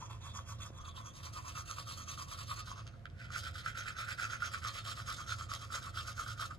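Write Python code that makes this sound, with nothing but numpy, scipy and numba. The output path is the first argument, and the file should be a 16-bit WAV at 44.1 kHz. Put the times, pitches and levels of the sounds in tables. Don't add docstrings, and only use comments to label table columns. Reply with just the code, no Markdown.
import sys
import numpy as np
from scipy import signal
from scipy.fft import rfft, irfft, next_fast_len
from scipy.io import wavfile
from scipy.ndimage import uniform_filter1d
from numba import njit

SR = 44100
rng = np.random.default_rng(int(sys.argv[2]) if len(sys.argv) > 2 else 0)


def to_wav(sig):
    pcm = np.clip(np.atleast_2d(sig), -1, 1) * 32767
    pcm = np.round(pcm).astype(np.int16)
    wavfile.write(sys.argv[1], SR, pcm.T)


N = 290486
SIZE = next_fast_len(N)

# middle_s, strength_db
FIRST_STROKES = [(0.035, -54.5), (0.125, -52), (0.273, -52), (0.375, -53), (0.511, -54), (0.646, -52.5),
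                 (0.79, -60), (0.865, -58.5), (0.985, -58), (1.067, -59.5), (1.185, -56.5), (1.255, -50.5),
                 (1.373, -49.5), (1.487, -50.5), (1.579, -48.5), (1.709, -50), (1.785, -49), (1.908, -50),
                 (1.995, -50.5), (2.112, -51.5), (2.207, -51), (2.323, -51.5), (2.404, -52), (2.508, -52.5),
                 (2.59, -53), (2.699, -47), (2.785, -49.5)]
# middle_s, strength_db
LIGHT_STROKES = [
    (2.875, -61.5),
    (2.937, -65),
    (6.514, -59.5),
]
# middle_s, strength_db
OTHER_STROKES = [(3.235, -55), (3.363, -43), (3.462, -50.5), (3.585, -52.5), (3.673, -49.5), (3.802, -47.5),
                 (3.884, -48.5), (4.013, -47), (4.104, -46), (4.23, -42.5), (4.331, -45.5), (4.45, -44),
                 (4.552, -45), (4.676, -42), (4.773, -44.5), (4.892, -43.5), (4.993, -48), (5.104, -43.5),
                 (5.198, -49), (5.315, -45), (5.412, -49), (5.537, -47), (5.629, -50.5), (5.756, -45),
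                 (5.858, -48.5), (5.993, -46.5), (6.089, -48.5), (6.213, -45), (6.297, -48.5),
                 (6.428, -45.5)]
ALL_STROKES = np.array(sorted(FIRST_STROKES + LIGHT_STROKES + OTHER_STROKES))
STROKE_S = ALL_STROKES[:, 0]
# start_s, peak_db, brightness_db
HEAD_BUMPS = [(0.0998, -34.5, -17), (2.177, -33, -22), (2.393, -49, -11), (2.5214, -37, -8),
              (3.056, -34.5, 5), (3.3042, -33.5, -32), (3.3617, -26, -14), (3.5557, -33.5, -14),
              (3.662, -25, -21), (3.7923, -35, -7), (3.8588, -38, -27), (3.967, -36, -20),
              (4.0834, -36, -8), (4.1987, -27.5, -67), (4.2986, -51.5, -14), (4.334, -25, -29),
              (4.4223, -25, -26), (4.5456, -22.5, -30), (4.649, -26.5, 0), (4.861, -37, -9),
              (5.0013, -34, -19), (5.185, -42, -14), (5.4102, -29, -16), (5.5167, -24.5, -18),
              (5.7035, -38, -8), (5.822, -39.5, -12.5), (5.9737, -35, -14), (6.264, -33.5, -1),
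              (6.4103, -28.5, -8), (6.511, -36, 3)]
# start_s, cavity_hz, ring_over_hiss_db, handle_ring_db
MOUTH_SHAPE = [(0, 1010, 6, -27), (.6, 1125, 4.5, -23), (.9, 1050, 13, -13), (1.2, 1080, 5.5, -4),
               (1.45, 1242, 6.5, -8.5), (1.85, 1173, 4.5, -7.5), (2.6, 1204, 8, -2.5),
               (2.9, 1230, -3.5, -53), (3.06, 1425, 5, 11), (3.4, 1354, 2, 1), (3.7, 1400, 10, 4),
               (4.1, 1370, 9, -0.5), (4.8, 1286, 1, 0.5), (5.2, 1340, 5.5, -6), (5.55, 1193, 4, -4),
               (5.8, 1270, 6.5, -5), (6.2, 1290, 4, -7.5), (6.59, 1384, 9.5, -16)]


def from_db(db):
    return 10 ** (np.asarray(db) / 20)


def rms_one(x):
    return x / np.sqrt(np.mean(x ** 2) + 1e-20)


def at_hz(points, hz, column=1):
    points = np.array(points)
    return np.interp(np.log(hz + 1), np.log(points[:, 0]), points[:, column])


def in_time(points, column, s=None):
    points = np.array(points)
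    s = np.arange(N) / SR if s is None else s
    return np.interp(s, points[:, 0], points[:, column])


def per_stroke(values):
    return np.interp(np.arange(N) / SR, STROKE_S, values)


def drift(rate_hz):
    r = np.exp(-2 * np.pi * rate_hz / SR)
    settle = 9000
    noise = rng.standard_normal(N + settle)
    return rms_one(signal.lfilter([1], [1, -2 * r, r * r], noise)[settle:])


def resonate(x, hz, width_hz):
    r = np.exp(-np.pi * width_hz / SR)
    poles = [1, -2 * r * np.cos(2 * np.pi * hz / SR), r * r]
    return signal.lfilter([(1 - r * r) / 2, 0, (r * r - 1) / 2], poles, x)


@njit
def glide(x, turn, r):
    y = np.zeros(len(x))
    for i in range(2, len(x)):
        y[i] = x[i] - x[i - 2] + turn[i] * y[i - 1] - r * r * y[i - 2]
    return y


def clicks(rows, db):
    x = np.full(N, 1e-18)
    x[[round(row[0] * SR) for row in rows]] = from_db(db)
    return x


def poses(times_s):
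    t = np.arange(N) / SR
    shares = []
    for start_s, end_s in zip(times_s, times_s[1:]):
        held = (t >= start_s) & (t < end_s)
        shares.append(uniform_filter1d(held * 1., size=1500))
    return shares


def ventilation():
    # hz, db_per_hz, left_right_likeness
    air_colour = [(26, -34, .98), (36.3, -8.5, 0.52), (86.4, -3.5, 0.99), (139, -5.5, 0.83),
                  (199, -20.5, 0.31), (338, -22, 0.4), (390, -26.5, 0.1), (554, -26.5, 0.2),
                  (716, -23.5, 0.092), (780, -33, 0.35), (1400, -31, 0.23), (3200, -42.5, 0.077),
                  (7300, -51, 0.17), (15100, -60, 0.32)]
    # hz, width_hz, level_db
    duct_tones = [(108.56, 3.95, -55), (84, 2.85, -57.5), (210.6, 17.6, -71.5), (528.8, 34, -74),
                  (685, 15, -78.5)]
    air_db, right_db = -52.5, 3.5
    hz = np.fft.rfftfreq(SIZE, 1 / SR)
    colour = rms_one(from_db(at_hz(air_colour, hz)))
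    mid, left, right = rfft(rng.standard_normal((3, N)), SIZE) * colour
    alike = np.clip(at_hz(air_colour, hz, column=2), 0, 1)
    common = irfft(mid * np.sqrt(alike), SIZE)[:N]
    own = irfft(np.sqrt(1 - alike) * np.array([left, right]), SIZE)[:, :N]
    air = from_db(air_db) * (ports(common) + own)
    balance = from_db([[-right_db / 2], [right_db / 2]])
    for tone_hz, width_hz, tone_db in duct_tones:
        tone = resonate(rng.standard_normal(N), tone_hz, width_hz)
        tone = resonate(tone, tone_hz, 3 * width_hz)
        air += from_db(tone_db) * rms_one(tone) * balance
    return air


def flicks(per_s, spread_db):
    size_db = spread_db * np.minimum(rng.exponential(1, N), 5)
    sizes = from_db(size_db) * rng.choice([-1, 1], N)
    return rms_one(sizes * (rng.random(N) < per_s / SR))


def gaps():
    mean_s, swing_s, longest_s = 0.095, 0.042, .14
    gap_s = np.minimum(np.diff(STROKE_S, prepend=-mean_s), longest_s)
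    return gap_s, np.clip((mean_s - gap_s) / swing_s, -1, 1)


def speed(extra_db, stretch, rise_edge, fall_edge):
    rise_per_gap, fall_s = 0.21, 0.019
    linger_db, linger_s = -18.5, 0.054
    power = np.zeros(N)
    for (s, db), gap_s, more_db in zip(ALL_STROKES, gaps()[0], extra_db):
        i = np.arange(max(round((s - .25) * SR), 0), min(round((s + .25) * SR), N))
        away_s = (i / SR - s) / stretch
        rise = np.abs(away_s / (rise_per_gap * gap_s)) ** rise_edge
        fall = np.abs(away_s / fall_s) ** fall_edge
        swell = np.exp(-np.where(away_s < 0, rise, fall))
        linger = from_db(2 * linger_db) * np.exp(-(away_s / linger_s) ** 2)
        power[i] += from_db(2 * (db + more_db)) * (swell + linger)
    return np.sqrt(power)


def hiss(scratch):
    # start_s, peak_db
    wet_clicks = [(0.2384, -46), (0.3674, -51), (0.7044, -64), (1.152, -38), (1.7123, -18.5),
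                  (2.8684, -24.5), (2.8762, -24.5), (2.9944, -41), (3.058, -42), (3.1007, -37),
                  (3.317, -52), (5.5378, -17), (5.551, -18)]
    # hz, db_per_hz
    bristle_colour = [(300, -43), (500, -2.5), (800, -7), (1600, -7.5), (3000, -5), (5500, -1),
                      (7500, -11.5), (9100, 4), (10300, -11.5), (12000, -16.5), (15500, -16)]
    # hz, width_hz, pose_1_db, pose_2_db, pose_3_db
    cheek_modes = [(2210, 210, -12, -10, -6.5), (2685, 106, 3.5, 5, 1), (3228, 93, 11, 2.5, 3),
                   (3510, 380, 11.5, -5.5, -9), (3583, 262, 7.5, -1.5, 0), (4340, 83, -12, 3.5, 1.5),
                   (4800, 70, -29, -2, -1), (6360, 520, 7.5, 2.5, 0), (7380, 366, -14, -8, 0),
                   (7800, 70, -27, -4, -7)]
    pose_times_s = [0, 1.14, 3.0, 7]
    # start_s, treble_db
    grip_turns = [
        (0, -6),
        (.5, 4),
        (2.6, 10),
        (3.06, -35),
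        (3.4, 4.5),
        (4.3, 1),
        (5.1, 2.5),
        (5.7, 3),
        (6.59, 5),
    ]
    steady_db = np.zeros(len(ALL_STROKES))
    drive = scratch * from_db(2.2 * drift(56)) * speed(steady_db, stretch=1.47, rise_edge=3.95, fall_edge=1.89)
    ticks = clicks(wet_clicks, np.array(wet_clicks)[:, 1] + 1.7)
    drive += signal.lfilter([.6], [1, -.4], ticks)
    bump_db = np.sum(np.array(HEAD_BUMPS)[:, 1:], axis=1) + 7.0
    drive += signal.lfilter([.16], [1, -1.4, .56], clicks(HEAD_BUMPS, bump_db))

    colour = from_db(at_hz(bristle_colour, np.fft.rfftfreq(SIZE, 1 / SR)))
    plain = irfft(rfft(drive, SIZE) * rms_one(colour), SIZE)[:N]
    out = 0.45 * plain * from_db(1.58 * drift(42))
    pose = np.array(poses(pose_times_s))
    changed_db = 2 * rng.standard_normal((len(ALL_STROKES), len(cheek_modes)))
    for k, (hz, width_hz, *pose_db) in enumerate(cheek_modes):
        waver_db = per_stroke(changed_db[:, k]) + 2.67 * drift(16.7)
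        gain = (from_db(pose_db) @ pose) * from_db(waver_db)
        out += (-1) ** k * resonate(plain, hz, width_hz) * gain
    treble = signal.sosfilt(signal.butter(1, 6000, "high", fs=SR, output="sos"), out)
    return from_db(4.0) * (out + (from_db(in_time(grip_turns, column=1)) - 1) * treble)


def cavity(x, width_hz, split):
    r = np.exp(-np.pi * width_hz / SR)
    bend = 1 + 0.0083 * per_stroke(gaps()[1]) + 0.044 * drift(6.6)
    hz = in_time(MOUTH_SHAPE, column=1) * bend
    for shift in (1 - split, 1 + split):
        x = glide(x, 2 * r * np.cos(2 * np.pi * hz * shift / SR), r)
    return signal.sosfilt(signal.butter(3, 940, "high", fs=SR, output="sos"), x)


def skid():
    n = np.arange(220)
    grit = np.exp(-n / 70) * (rng.random(220) < .04)
    nudges = (n % 33 == 0) * (n < 99)
    return .4 * grit + .3 * nudges


def mouth(scratch):
    # hz, width_hz, level_db
    handle_modes = [(1728, 90, -10.5), (1854, 65, -43), (1980, 220, -9.5), (2300, 83, -8)]
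    bump_lead_s = 0.00143
    drive = (.5 * scratch + flicks(900, spread_db=0.5)) * from_db(3.7 * drift(84))
    drive_rms = np.sqrt(np.mean(cavity(drive, 194.4, 0.072) ** 2))
    ring_db = in_time(MOUTH_SHAPE, column=2, s=STROKE_S) + 0.9 * gaps()[1]
    drive = drive * speed(ring_db, stretch=1.293, rise_edge=2.3, fall_edge=2.84)

    hits = clicks(HEAD_BUMPS, np.array(HEAD_BUMPS)[:, 1] - 9.0)
    bumps = signal.fftconvolve(hits, skid())[round(bump_lead_s * SR):][:N]
    click_peak = np.max(np.abs(cavity(clicks([(3,)], 0), 367, 0.24)))
    handle = 0
    for hz, width_hz, db in handle_modes:
        mode_db = 13.5 + db + in_time(MOUTH_SHAPE, column=3)
        handle += resonate(drive + from_db(18.5) * hits, hz, width_hz) * from_db(mode_db)
    strokes = from_db(0.3) * cavity(drive, 259, 0.026) / drive_rms
    return strokes + cavity(bumps, 150, 0.097) / click_peak + handle


def thump():
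    # level_db, pitch_hz, t60_s
    case_tap = (-39.5, 107, 0.012)
    start_s = .704
    db, hz, t60_s = case_tap
    t = np.maximum(np.arange(N) / SR - start_s, 0)
    cycles = hz * (t + 0.0091 * (1 - np.exp(-t / 0.0021)))
    return from_db(db - 60 * t / t60_s) * np.sin(2 * np.pi * cycles)


def echoes(x):
    # lag_s, level_db
    reflections = [(.002, -20.5), (.0025, -27.5), (.0033, -25.5), (.0068, -28.5), (.0106, -11.5),
                   (.0138, -25.5), (.0181, -31)]
    out = x.copy()
    for k, (lag_s, db) in enumerate(reflections):
        lag = round(lag_s * SR)
        out[lag:] += (-1) ** k * from_db(db) * x[:N - lag]
    return out


def ports(x):
    # hz, pose_1_left_lead_rad, pose_2_left_lead_rad, pose_3_left_lead_rad, left_minus_right_db
    port_rows = [(50, .1, .1, .1, -2.5), (300, .3, .4, .3, -1.5), (950, .5, 1.8, 1.6, 0),
                 (1550, .2, .9, .6, -6), (2000, .8, 2.6, 2.3, -7), (2600, 1.3, 4.3, 4, -3),
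                 (3100, 2.3, 5.7, 5.5, -4), (3600, 2.3, 5.7, 4.6, -2), (4100, 2.1, 6.3, 5.8, -1.5),
                 (4800, 2, 7.6, 6.4, -1), (5200, 2.1, 9, 7.4, 0), (5700, 2.5, 9.8, 7.8, -.5),
                 (6550, 4.3, 11.9, 6.2, -5), (7400, 5.1, 12.3, 4, -7), (8200, 4.5, 10.8, 4.6, -1),
                 (8700, 3.7, 10, 3.7, 0)]
    turn_times_s = [0, .8, 2.63, 7]
    treble_lag_s = .000243
    dip_hz, dip_width_hz, dip_db = 8950, 650, -8
    hz = np.fft.rfftfreq(SIZE, 1 / SR)
    treble_rad = 2 * np.pi * treble_lag_s * np.maximum(hz - port_rows[-1][0], 0)
    shading = from_db(at_hz(port_rows, hz, column=4) / 2)
    out = 0
    for k, share in enumerate(poses(turn_times_s)):
        lead_rad = at_hz(port_rows, hz, column=k + 1) - treble_rad
        left = shading * np.exp(.5j * lead_rad)
        out = out + rfft(x * share, SIZE) * np.array([left, 1 / left])
    dip = from_db(dip_db * np.exp(-((hz - dip_hz) / dip_width_hz) ** 2))
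    return irfft(out * dip, SIZE)[:, :N]


def bathroom(x):
    t60_bass_s, cut_hz = 0.088, 7000
    size = next_fast_len(N + SR)
    hz = np.fft.rfftfreq(size, 1 / SR)
    t60_s = t60_bass_s / (1 + (hz / cut_hz) ** 2)
    out = np.zeros((2, len(hz)), complex)
    for k, lag_s in enumerate(rng.uniform(0.005, .024, 16)):
        loop = from_db(-60 * lag_s / t60_s) * np.exp(-2j * np.pi * hz * lag_s)
        out[k % 2] += loop / (1 - loop) * (-1) ** (k // 2)
    return irfft(rfft(x, size) * out / (1 + (hz / cut_hz) ** 4), size)[:, :N]


def scene():
    scratch = flicks(7000, spread_db=1.5)
    brush = from_db(-3.0) * echoes(mouth(scratch) + hiss(scratch))
    room = from_db(-6.5) * bathroom(brush)
    return ports(brush) + room + ventilation() + thump()


def masked(x):
    # hz, db_under_stronger_of_mid_and_side
    mask_limit = [(100, -40), (2500, -26), (4500, -16), (5500, -12), (8000, -13), (9000, -7), (11000, -5),
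                  (13000, -3.5), (16000, -3)]
    hz, _, both = signal.stft([x[0] + x[1], x[0] - x[1]], SR, nperseg=2048, noverlap=1024)
    power, frames = np.abs(both) ** 2, both.shape[2]
    waver_db = np.repeat(rng.normal(0, 2, (65, frames)), 16, axis=0)[:len(hz)]
    waver_db -= 25 * (rng.random(frames) < .06)
    local = uniform_filter1d(power.max(axis=0), size=80, axis=0)
    limit = local * from_db(2 * (at_hz(mask_limit, hz)[:, None] + waver_db))
    band = power[:, :-1].reshape(2, -1, 16, frames).mean(axis=2)
    band = np.repeat(band, 16, axis=1)
    both[:, :-1] *= (band > limit[:-1]) * (power > .35 * limit)[:, :-1]
    mid, side = signal.istft(both, SR, nperseg=2048, noverlap=1024)[1][:, :N]
    return np.array([mid + side, mid - side]) / 2


def band_limit(x):
    return signal.sosfilt(signal.butter(12, 15770, fs=SR, output="sos"), x)


def record(dry):
    top_cut = signal.cheby2(12, 60, 16020, fs=SR, output="sos")
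    mix = signal.sosfilt(top_cut, masked(dry))
    return band_limit(mix)


dry = scene()
out = record(dry)
to_wav(out)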